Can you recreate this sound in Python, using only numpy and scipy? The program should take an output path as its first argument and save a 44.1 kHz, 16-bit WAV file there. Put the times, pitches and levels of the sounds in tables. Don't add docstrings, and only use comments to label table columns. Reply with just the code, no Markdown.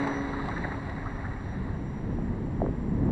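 import sys
import numpy as np
from scipy import signal
from scipy.fft import rfft, irfft, next_fast_len
from scipy.io import wavfile
from scipy.ndimage import uniform_filter1d, map_coordinates

SR = 44100
rng = np.random.default_rng(int(sys.argv[2]) if len(sys.argv) > 2 else 0)


def store_wav(level_fs):
    pcm = np.round(np.clip(np.atleast_2d(level_fs), -1, 1) * 32767)
    wavfile.write(sys.argv[1], SR, pcm.T.astype(np.int16))


N = 137151

# time_s, speed_hz
SHAFT_SPEED = [(0, 139.3), (.05, 139.7), (.13, 139.25), (.23, 139.1), (.3, 138.8), (.39, 138.9),
               (.48, 138.25), (.64, 138.25), (.83, 137.7), (1.1, 137.1), (1.8, 136.7), (3.1, 136.6)]
# time_s, level_db
BUZZ_LEVEL = [(0, -31.5), (.07, -34), (.16, -37), (.4, -38.5), (.55, -46.5), (.7, -47.5), (1.2, -50),
              (2, -55.5), (3.1, -65)]
# shaft_multiple, level_db
BUZZ_TONES = [(1, -11), (2, 2), (3, -8), (4, -13), (6, -19), (7, -14.5), (8, -18.5), (12, -20.5), (14, -19),
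              (21, -35.5), (28, -29)]
# time_s, level_db
WHINE_LEVEL = [(0, -66), (.13, -61), (.27, -68), (.34, -68), (.42, -81), (.54, -65), (.62, -73),
               (.79, -69.5), (.88, -83), (1, -77), (1.09, -72), (1.23, -76), (1.3, -81), (1.41, -74),
               (1.51, -71), (1.63, -85), (1.7, -77), (1.83, -75), (1.96, -72), (2.15, -76), (2.3, -81.5),
               (2.8, -77.5), (3.1, -81)]
# time_s, level_db
WASH_LEVEL = [(0, -33), (.13, -37), (.22, -39), (.4, -40.5), (.65, -39.5), (.82, -43), (1.2, -43.5),
              (1.4, -46.5), (1.68, -48), (1.8, -51.5), (3.1, -58)]
# frequency_hz, gain_db
WASH_EQ = [(60, -20), (180, 7.5), (350, 7.5), (600, -6.5), (1050, -5.5), (1450, 0.5), (2000, -3),
           (3000, -5), (10000, -8)]
# time_s, level_db
MIST_LEVEL = [(0, -36), (.1, -38.5), (.25, -39), (.4, -36.5), (.6, -39.5), (.9, -42), (1.05, -48.5),
              (1.35, -51.5), (1.52, -45.5), (1.8, -52), (2.1, -60), (3.1, -78)]
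# frequency_hz, gain_db
MIST_EQ = [(1500, -25.5), (2600, -6), (3900, 5.5), (5500, -5.5), (10000, -5.5)]
# time_s, rumble_db, flutter_db
GUSTS = [(0, -47, -47), (.15, -41, -43.5), (.6, -36.5, -36), (.85, -37.5, -42.5), (1.15, -36, -42),
         (1.27, -33.5, -44.5), (1.36, -37, -43), (1.69, -33.5, -34), (1.8, -35.5, -36),
         (1.98, -38.5, -36.5), (2.1, -32, -32.5), (2.32, -33.5, -33), (2.5, -37, -32.5), (2.65, -29, -32),
         (2.78, -34.5, -34.5), (2.93, -32, -28.5), (3.03, -30.5, -26.5), (3.1, -32, -25)]
# frequency_hz, gain_db
RUMBLE_EQ = [(10, -34), (25, -2), (45, -2), (70, -1), (105, -1), (200, -15), (400, -35.5), (1000, -71)]
# frequency_hz, gain_db
FLUTTER_EQ = [(30, -22), (90, -5), (150, 0.5), (225, 1), (300, -5.5), (400, -11), (550, -19), (800, -26.5),
              (1200, -30.5), (2000, -41), (5000, -60)]
# start_s, level_db, pitch_hz, decay_cycles
WIND_POPS = [(2.126, -25, 500, 1.2), (2.186, -21, 655, .8), (2.603, -17, 700, 0.57),
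             (2.618, -11, 653, 1.56), (2.628, -18.5, 388, 2.2), (2.638, -13.5, 305, 1.1),
             (2.643, -17.5, 600, 0.66), (2.650, -10.5, 408, 0.64), (2.663, -12, 890, 0.43),
             (2.668, -15, 388, 1), (2.687, -17.5, 414, 1.14), (3.089, -21.5, 800, 1.2)]
# frequency_hz, gain_db
LAKE_EQ = [(100, -10.5), (400, -2), (650, -5.5), (930, 1), (1400, -10.5), (2000, -12.5), (4000, -12.5),
           (10000, -14.5)]
# start_s, level_db, pitch_hz, length_s
FLOAT_SLAPS = [(0.067, -30, 975, 0.012), (0.295, -38, 1100, .01), (0.325, -34.5, 1151, 0.016),
               (0.383, -36.5, 1090, .02), (0.435, -32.5, 837, .006), (0.476, -33, 972, .018),
               (0.509, -41, 1945, .018), (0.561, -34, 1630, .014), (0.636, -32, 1770, .014),
               (0.639, -36.5, 815, .016), (0.71, -37, 1740, .012), (.736, -36.5, 1170, .01),
               (0.973, -43.5, 1760, 0.011), (1.057, -37, 1356, 0.018), (1.239, -39, 1517, .018)]
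# start_s, level_db
SPRAY_FLICKS = [(0.063, -40), (.07, -33.5), (.074, -33.5), (0.444, -46), (0.455, -38), (0.485, -33),
                (0.579, -35), (.741, -47), (0.896, -37.5)]
# frequency_hz, gain_db
FLICK_EQ = [(300, -1), (1000, -2.5), (2000, 0), (4200, 1), (6000, -2), (10000, -7)]
# frequency_hz, gain_db
MIC_PORT_EQ = [(700, 0), (1120, -0.5), (1430, -4.5), (1700, 0), (1850, 1.5), (1960, 3), (2080, -3),
               (2240, -5), (2430, -16.5), (2800, -15), (3150, -27), (3550, -18), (3920, -13), (4400, -21),
               (5200, -29.5), (5900, -22), (6600, -39.5), (7600, -25.5), (8600, -39), (9500, -29),
               (10400, -56.5)]
# frequency_hz, gain_db
CAMERA_HISS_EQ = [(300, -2), (2300, 4), (2900, 1.5), (4200, -7), (5000, -8), (6300, -14), (7200, -13.5),
                  (7350, 0.5), (7500, -16.5), (9500, -25), (10500, -33.5)]
# pitch_hz, level_db
CAMERA_WHINE = [(7349, -81), (10705, -85.5)]


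def amp(db):
    return 10 ** (np.asarray(db) / 20)


def unit(x):
    return x / np.sqrt(np.mean(x ** 2) + 1e-20)


def curves(rows):
    times, *columns = np.transpose(rows)
    return [np.interp(np.arange(N) / SR, times, column) for column in columns]


def wobble(rate_hz):
    knots = rng.standard_normal(int(N * rate_hz / SR) + 4)
    return map_coordinates(knots, [np.arange(N) * rate_hz / SR])


def equalise(x, eq):
    size = 2 * next_fast_len(N)
    hz, db = np.transpose(eq)
    gain_db = np.interp(np.log(np.fft.rfftfreq(size, 1 / SR) + 1), np.log(hz), db)
    cepstrum = irfft(np.log(amp(gain_db)))
    cepstrum[1:size // 2] *= 2
    cepstrum[size // 2 + 1:] = 0
    return irfft(rfft(x, size) * np.exp(rfft(cepstrum)), size)[:N]


def noise(eq):
    return unit(equalise(rng.standard_normal(N), eq))


def pings(start_s, gain, hz, decay_cycles):
    t = np.arange(SR // 20) / SR
    cycles = hz[:, None] * t
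    attack = 1 - np.exp(-np.pi * cycles)
    decay = np.exp(-cycles / np.reshape(decay_cycles, (-1, 1)))
    waves = gain[:, None] * np.sin(2 * np.pi * cycles) * decay * attack
    at = (start_s * SR).astype(int)[:, None] + np.arange(len(t))
    return np.bincount(at.ravel(), waves.ravel(), N)[:N]


def shaft_tones(angle, tones, waver_db):
    out = np.zeros(N)
    for multiple, db in tones:
        gain = np.sqrt(2) * amp(db + waver_db * wobble(25))
        out += gain * np.sin(multiple * angle + rng.uniform(0, 2 * np.pi))
    return out


def motor(angle, whine_multiple=42):
    buzz = amp(curves(BUZZ_LEVEL)[0]) * shaft_tones(angle, BUZZ_TONES, waver_db=1.0)
    whine = amp(curves(WHINE_LEVEL)[0]) * shaft_tones(angle, [(whine_multiple, 0)], waver_db=1.9)
    return buzz + whine


def wash(angle, chop_depth=0.79, bubbles_per_s=900, bubble_hz=1282.3):
    chop = 1 + chop_depth * np.cos(2 * angle)
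    air = noise(WASH_EQ) * chop * amp(0.3 * wobble(40.3))
    when, faintness, pitch = rng.random((int(bubbles_per_s * N / SR), 3)).T
    hz = bubble_hz * np.exp(0.6954 * (2 * pitch - 1))
    gain = amp(-4 * np.log(faintness + 0.042))
    bubbles = unit(pings(when * N / SR, gain, hz, decay_cycles=9))
    return amp(curves(WASH_LEVEL)[0]) * (amp(3) * air + amp(-2) * bubbles)


def mist(grain_db=2, spurt_db=1):
    level = amp(curves(MIST_LEVEL)[0] + spurt_db * wobble(43))
    fizz = noise(MIST_EQ) * amp(grain_db * wobble(500))
    return level * unit(fizz)


def eddies(eq, window_s=0.14):
    turbulence = noise(eq)
    power = np.abs(uniform_filter1d(turbulence ** 2, int(window_s * SR)))
    return turbulence / np.sqrt(power + 1e-9)


def wind(waver_db=0.56):
    rumble_db, flutter_db = curves(GUSTS)
    rumble = amp(rumble_db) * eddies(RUMBLE_EQ)
    flutter = amp(flutter_db + waver_db * wobble(45)) * eddies(FLUTTER_EQ)
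    start_s, db, hz, decay_cycles = np.transpose(WIND_POPS)
    return rumble + flutter + pings(start_s, amp(db), hz, decay_cycles)


def lake(level_db=-47):
    return amp(level_db) * noise(LAKE_EQ)


def flicks(attack_s=0.001, decay_s=0.004, boost_db=12):
    envelope = np.zeros(N)
    for start_s, db in SPRAY_FLICKS:
        age = np.maximum(np.arange(N) / SR - start_s, 0)
        envelope += amp(db) * np.minimum(age / attack_s, 1) * np.exp(-age / decay_s)
    return amp(boost_db) * envelope * noise(FLICK_EQ)


def slaps(bubbles=24, pitch_spread=0.14):
    out = np.zeros(N)
    for start_s, db, pitch_hz, length_s in FLOAT_SLAPS:
        onsets = start_s + length_s * rng.random(bubbles)
        gain = rng.uniform(0.42, 1, bubbles)
        hz = pitch_hz * np.exp(pitch_spread * rng.standard_normal(bubbles))
        cluster = pings(onsets, gain, hz, decay_cycles=8)
        out += amp(db) * cluster * np.sqrt(length_s * SR / np.sum(cluster ** 2))
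    return out


def scene():
    shaft_hz = curves(SHAFT_SPEED)[0] * (1 + 0.00047 * wobble(25))
    angle = 2 * np.pi * np.cumsum(shaft_hz) / SR
    air_and_water = wash(angle) + mist() + slaps() + flicks() + wind() + lake()
    return (motor(angle) + equalise(air_and_water, MIC_PORT_EQ))[None]


def record(dry):
    t = np.arange(N) / SR
    hiss = amp(-64.5) * noise(CAMERA_HISS_EQ)
    whine = sum(np.sqrt(2) * amp(db) * np.sin(2 * np.pi * hz * t) for hz, db in CAMERA_WHINE)
    high_cut = signal.ellip(10, 0.1, 90, 10900, fs=SR, output="sos")
    return signal.sosfilt(high_cut, dry + hiss + whine)


dry = scene()
out = record(dry)
store_wav(out)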